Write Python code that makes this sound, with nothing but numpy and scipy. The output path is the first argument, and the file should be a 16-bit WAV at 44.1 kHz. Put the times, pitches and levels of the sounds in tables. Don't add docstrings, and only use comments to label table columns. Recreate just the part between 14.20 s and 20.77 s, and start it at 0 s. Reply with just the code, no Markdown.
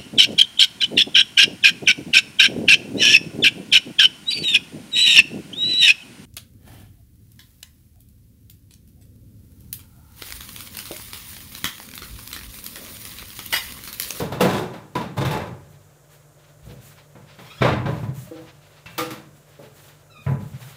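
import sys
import numpy as np
from scipy import signal
from scipy.fft import rfft, irfft, next_fast_len
from scipy.io import wavfile
from scipy.ndimage import map_coordinates

SR = 44100
rng = np.random.default_rng(int(sys.argv[2]) if len(sys.argv) > 2 else 0)


def persist_wave(psi):
    counts = np.round(np.clip(psi, -1, 1) * 32767).astype(np.int16)
    wavfile.write(sys.argv[1], SR, np.atleast_2d(counts).T)


N = 289560
TIME = np.arange(N) / SR
TOP_HZ = 15600

# pitch in Hz, distance in Hz at which the gain has halved,
# relative gain in dB.
WOOD = [(210, 41, -11), (309.8, 2.2, 1.5), (364.3, 8.6, -10), (434, 3.3, -3.5), (489, 3.6, -4),
        (577, 7.7, -8), (862.5, 6.6, -3), (996, 4.8, -2), (1180, 11, -24), (1584, 12, -12), (2336, 6.5, -5),
        (2680, 32, -10.5), (3660, 196, -9.5)]


def amp(db):
    return 10 ** (np.asarray(db) / 20)


def unit(x):
    return x / np.sqrt(np.mean(x ** 2) + 1e-20)


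def along(points, hz):
    f, v = np.transpose(points)
    return np.interp(np.log(hz + 1), np.log(f + 1), v)


def wobble(rate):
    points = rng.standard_normal(int(N * rate / SR) + 4)
    return map_coordinates(points, [TIME * rate])


def filtered(x, response):
    n = x.shape[-1]
    m = next_fast_len(n + SR // 4)
    hz = np.fft.rfftfreq(m, 1 / SR)
    return irfft(rfft(x, m) * response(hz), m)[..., :n]


def noise(spectrum):
    white = rng.standard_normal(N)
    return unit(filtered(white, lambda hz: amp(along(spectrum, hz))))


def modes(table, f, gains=None):
    gains = np.ones(len(table)) if gains is None else gains
    return sum(gain * amp(db) * width ** 2 / ((f - center) ** 2 + width ** 2)
               for gain, (center, width, db) in zip(gains, table))


def swell(start, length, rise, t60):
    t = TIME - start
    onset = np.sin(np.pi / 2 * np.clip(t / rise, 0, 1)) ** 2
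    return onset * amp(-60 * np.maximum(t - length, 0) / t60)


def add(out, s, x):
    i = max(round(s * SR), 0)
    out[i:i + len(x)] += x[:N - i]


def tail(share):
    # frequency in Hz, seconds to fall by 60 dB before the share is applied.
    room_decay = [(60, 1), (160, 0.88), (420, 0.46), (1100, 0.57), (3000, 0.42), (8000, 0.39),
                  (15000, 0.27)]
    hz, t, z = signal.stft(rng.standard_normal(SR), SR, nperseg=256)
    t60 = np.clip(share, .1, 2) * along(room_decay, hz)[:, None]
    return signal.istft(z * amp(-60 * t / t60), SR, nperseg=256)[1][:SR]


def ring(hz, rise, t60, rough):
    t = TIME[:SR]
    waver = wobble(25.0)[:SR] + 1j * wobble(28.4)[:SR]
    echoes = rough * waver * (1 - np.exp(-t / 0.016))
    tone = np.imag((1 + echoes) * np.exp(2j * np.pi * hz * t))
    return tone * amp(-60 * t / t60) * (1 - np.exp(-(t / rise) ** 2))


def background():
    # pitch in Hz, level in dB before 2 dB are added.
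    hum_lines = [(49, -63.5), (99, -64), (147.5, -54.5), (587, -68.5)]
    # frequency in Hz, relative level in dB per Hz.
    air_colour = [(15, -58), (30, -24), (62, -10), (110, 1.5), (148, -0.5), (185, -18), (450, -10.5),
                  (600, -9), (830, -19.5), (1500, -20), (2700, -34), (4600, -31.5), (7000, -23.5),
                  (9500, -29), (15500, -30)]
    air_db = -54
    hum = np.zeros(N)
    for hz, db in hum_lines:
        level = amp(db + 2 + 0.56 * wobble(11))
        hum += level * np.sin(2 * np.pi * hz * TIME + 0.25 * wobble(1.97))
    return hum + amp(air_db) * noise(air_colour)


def knocks():
    # start in seconds, relative levels in dB of body, thump
    # and crack, fall of the treble in dB per octave.
    blows = [(0.0, -16, -10, -26, 5), (0.119, -18.5, -11, -29, 7), (0.197, -17, -29, -33, 7),
             (0.206, -7.5, -9.5, -14.5, 6), (0.249, -9.5, -26, -21.5, 14), (0.329, -21.5, -33, -28, 7),
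             (0.389, -19, -21, -31.5, 7), (0.534, -27, -41, -35.5, 9), (0.752, -17.5, -14.5, -23, 9),
             (0.809, -23, -41, -30.5, 9.5), (0.967, -22.5, -6, -33, 7), (1.009, -20, -19, -28, 19),
             (1.049, -20.5, -7, -21.5, 8), (1.109, -18.5, -11, -26, 6.5), (1.154, -23, -15.5, -26, 24),
             (1.198, -22, -40, -30, 25), (2.462, -37, -23, -62, 3), (2.499, -32.5, -27, -74, 1),
             (2.951, -37.5, -28, -45, 15), (3.186, -36.5, -27.5, -37, 14), (3.409, -31, -1.5, -26, 15),
             (3.417, -8.5, -7, -11.5, 15.5), (3.445, -9, -14, -14.5, 15), (3.485, -21.5, -6, -19.5, 16),
             (3.52, -28, -19, -26, 16), (3.656, -14.5, -5, -25.5, 14), (3.73, -33, -11, -34, 33),
             (3.828, -26.5, -13.5, -38.5, 24), (4.214, -38, -35, -50, 5), (4.658, -42, -23, -31.5, 11),
             (4.779, -24.5, -30, -18, 5.5), (4.904, -31.5, -33, -29.5, 5.5), (5.39, -33.5, -31, -54.5, 3),
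             (5.423, -44, -48, -55, 3), (5.68, -48, -55, -44, 5), (6.064, -23.5, -6.5, -27, 34),
             (6.109, -25.5, -19, -54, 12), (6.225, -38.5, -28, -67, 12), (6.33, -50, -21, -58, 8)]
    # frequency in Hz, dB added to that part's level.
    thump_colour = [(30, -13), (70, 2.5), (130, 14)]
    body_colour = [(250, 6), (550, 10)]
    # crack minus body in dB, build-up time constant in s.
    build_up = [(-39, 0.0055), (-22, 0.0029), (26, 0.00047)]
    crack_hz, edge_hz, flat_hz = 2150, 8640 * 0 + 4200, 8640
    edge_share = 0.39
    dull_fall = 10.2
    ring_share = 0.94
    out, t = np.zeros(N), TIME[:SR]
    for s, body, thump, crack, fall in blows:
        drop = fall * np.log2(flat_hz / crack_hz)
        treble = crack + 5
        colour = [(hz, thump + db) for hz, db in thump_colour]
        colour += [(hz, body + db) for hz, db in body_colour]
        colour += [(crack_hz, treble), (edge_hz, treble - edge_share * drop), (flat_hz, treble - drop),
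                   (TOP_HZ, treble - drop - (fall - dull_fall))]
        struck = 1.13 * amp(rng.normal(0, 5.7, len(WOOD)))
        rise = 1 - np.exp(-t / np.interp(crack - body, *np.transpose(build_up)))
        rise *= 1 + .5 * np.exp(-t / 0.0068)
        blow = filtered(tail(ring_share),
                        lambda hz: amp(along(colour, hz)) * (0.52 + modes(WOOD, hz, struck)))
        add(out, s, rise * blow)
    return out


def swishes():
    # start in seconds, length in seconds, hiss level in dB, rub level in dB.
    gestures = [(0.502, 0.038, -66, -61), (1.476, 0.033, -59, -63), (1.883, 0.055, -54, -60.5),
                (2.256, 0.028, -62, -69), (2.421, 0.11, -56.5, -57.5), (2.595, 0.1, -50.5, -56),
                (2.74, 0.043, -68, -66), (3.066, 0.097, -67, -57.5), (3.17, 0.27, -56, -55),
                (3.644, .19, -55.5, -53.5), (3.922, 0.13, -48, -58), (4.1, .17, -69, -58.5),
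                (4.4, 0.2, -67, -60.5), (4.665, 0.082, -57, -58), (5.13, 0.04, -57, -67),
                (5.254, .05, -62, -62), (5.39, .07, -61, -64), (5.523, 0.15, -54, -58.5),
                (6.004, 0.11, -56.5, -61), (6.177, 0.24, -57, -61), (6.379, 0.13, -50.5, -52)]
    # frequency in Hz, relative level in dB per Hz.
    cloth_colour = [(1500, 1.5), (2500, -39), (3700, 2.5), (5000, 1.5), (7000, 9.5), (10000, 6.5),
                    (15500, 9)]
    rub_colour = [(200, -25), (450, -4), (1500, -2), (3700, -5), (6000, -14), (9000, -40)]
    rise_s, t60_s = 0.049, 0.35
    stir_db = -65
    cloth = noise(cloth_colour) * amp(.8 * wobble(30))
    rub = noise(rub_colour) * amp(2.5 * wobble(40))
    out = amp(stir_db + 2.6 * wobble(8.7)) * rub
    for s, length, hiss_db, rub_db in gestures:
        gesture = amp(hiss_db) * cloth + amp(rub_db) * rub
        out += swell(s, length, rise_s, t60_s) * gesture
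    return out


def panels():
    # start in seconds, level in dB, pitch in Hz,
    # seconds to fall by 60 dB.
    notes = [(.003, -17.5, 194, 0.16), (.022, -21, 461.5, 0.13), (0.206, -16.5, 2760, .035),
             (0.209, -13, 183, 0.33), (.279, -14.5, 183, 0.14), (.33, -23.5, 122, 0.32),
             (.755, -16.5, 994, 0.12), (0.801, -23, 965, 0.1), (.98, -21, 130.5, .6),
             (1.052, -30, 182, 0.49), (1.199, -36.5, 96, 1.16), (2.421, -37, 59, .7),
             (3.42, -14.5, 123, 0.55), (3.422, -17, 2264, .058), (3.48, -19, 673, .12),
             (3.665, -25, 557, .26), (3.721, -14, 123, 0.12), (3.82, -31, 133, 0.23),
             (3.881, -19, 127, 0.16), (3.969, -24, 128.7, 0.24), (4.07, -41, 616, 0.16),
             (4.789, -30.5, 130, 0.34), (5.98, -41, 219, .11), (6.061, -13, 132.2, .26),
             (6.082, -13, 134, 0.16), (6.112, -10.5, 134, .18), (6.222, -12.5, 133, 0.061),
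             (6.251, -17.5, 147, 0.087), (6.329, -25, 122, 0.23)]
    out = np.zeros(N)
    for s, db, hz, t60 in notes:
        rise = 0.0031 * (1000 / hz) ** 0.5
        add(out, s, amp(db) * ring(hz, rise, t60, rough=0.32))
    return out


def drawers():
    # start in seconds, length in seconds, relative level in dB,
    # relative brightness in dB.
    rattles = [(0.214, 0.14, -24.5, -3.5), (0.971, .2, -25, -9), (3.416, 0.07, -25, -34)]
    # frequency in Hz, relative level in dB per Hz.
    rattle_colour = [(41, -36), (70, -31), (126, -4.5), (278, -19.5), (318, -4.5), (686, -14.5),
                     (822, -8.5), (1050, -16), (3490, -31.5), (15500, -49.5)]
    rise_s, t60_s = 0.011, 0.38
    out = np.zeros(N)
    for s, length, db, bright_db in rattles:
        ticks = (rng.random(N) < 180 / SR) * amp(rng.normal(0, 2.5, N))
        bursts = signal.fftconvolve(ticks, np.exp(-TIME[:4000] / .006))[:N]
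        chatter = unit(noise(rattle_colour) * (.5 + bursts))
        high = filtered(chatter, lambda hz: hz ** 2 / (hz ** 2 + 4000 ** 2))
        bright = chatter + amp(bright_db) * 2 * high
        wooden = filtered(bright, lambda hz: 0.52 + 1.7 * modes(WOOD, hz))
        out += swell(s, length, rise_s, t60_s) * amp(db) * wooden
    return out


def hinges():
    # start in seconds, length in seconds, first and final slip rate in Hz,
    # settling time constant in seconds, level in dB, level of the ringing pin in dB.
    squeaks = [(3.245, .05, 1000, 1150, .06, -54, -61), (3.292, .07, 1200, 1560, .1, -52, -61),
               (3.362, .05, 1560, 1950, .07, -51, -56), (5.892, .13, 1420, 1225, .032, -55.5, -85)]
    # frequency in Hz, relative level in dB.
    door_colour = [(900, -8), (1300, 1), (2100, -1), (2500, 2), (2750, -4), (3000, -5), (3750, -2),
                   (4200, -9), (5100, -12), (6500, -25), (9000, -45)]
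    # pitch in Hz, distance in Hz at which the gain
    # has halved, relative gain in dB.
    pin_modes = [(3320, 45, 0), (5050, 45, -3), (5520, 45, -3), (6750, 60, -12)]
    rise_s, t60_s = .015, .12
    out = np.zeros(N)
    pin = unit(filtered(rng.standard_normal(N), lambda hz: modes(pin_modes, hz)))
    for s, length, first_hz, settled_hz, settle, db, pin_db in squeaks:
        hz = settled_hz + (first_hz - settled_hz) * np.exp(-np.maximum(TIME - s, 0) / settle)
        phase = 2 * np.pi * np.cumsum(hz * (1 + .021 * wobble(260))) / SR
        stack = np.zeros(N)
        for k in range(1, 7):
            stack += amp(along(door_colour, k * hz) + 4.5 * wobble(80)) * np.sin(k * phase)
        out += swell(s, length, rise_s, t60_s) * (amp(db) * stack + amp(pin_db) * pin)
    return out


def vessel():
    # start in seconds, level in dB, extra dB for the modes above 900 Hz,
    # share of the free decay time.
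    bumps = [(4.108, -29, -17, 0.49), (4.152, -34.5, -16, 0.78), (4.781, -22.5, 0.5, 1),
             (4.906, -36, 2, 0.75)]
    # pitch in Hz, relative level in dB, seconds to fall by 60 dB when free.
    vessel_modes = [(300, -9, .3), (321, 0, .45), (492, -1, .4), (512, -6, .35), (619, -12, .4),
                    (797, -16, .4), (1001, -14, .35), (1150, -9, .25), (1217, -4, .28), (1346, -4, .3),
                    (1879, -10, .2), (3467, -18, .15), (3666, -14, .15), (4048, -18, .15), (4398, -18, .15)]
    out = np.zeros(N)
    for s, db, upper_db, free in bumps:
        for hz, level, t60 in vessel_modes:
            strength = amp(db + level + upper_db * (hz > 900) + rng.normal(0, 1.5))
            add(out, s, strength * ring(hz, .008, free * t60, rough=.4))
    return out


def scene():
    near = hinges() + drawers()
    echo = tail(1.0)
    wet = signal.fftconvolve(near, echo / np.linalg.norm(echo))[:N]
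    mix = near + amp(-4) * wet
    mix += knocks() + panels() + vessel() + swishes() + background()
    return mix[None]


def record(dry):
    return filtered(dry, lambda hz: (hz < TOP_HZ) * hz ** 2 / (hz ** 2 + 45 ** 2))


dry = scene()
out = record(dry)
persist_wave(out)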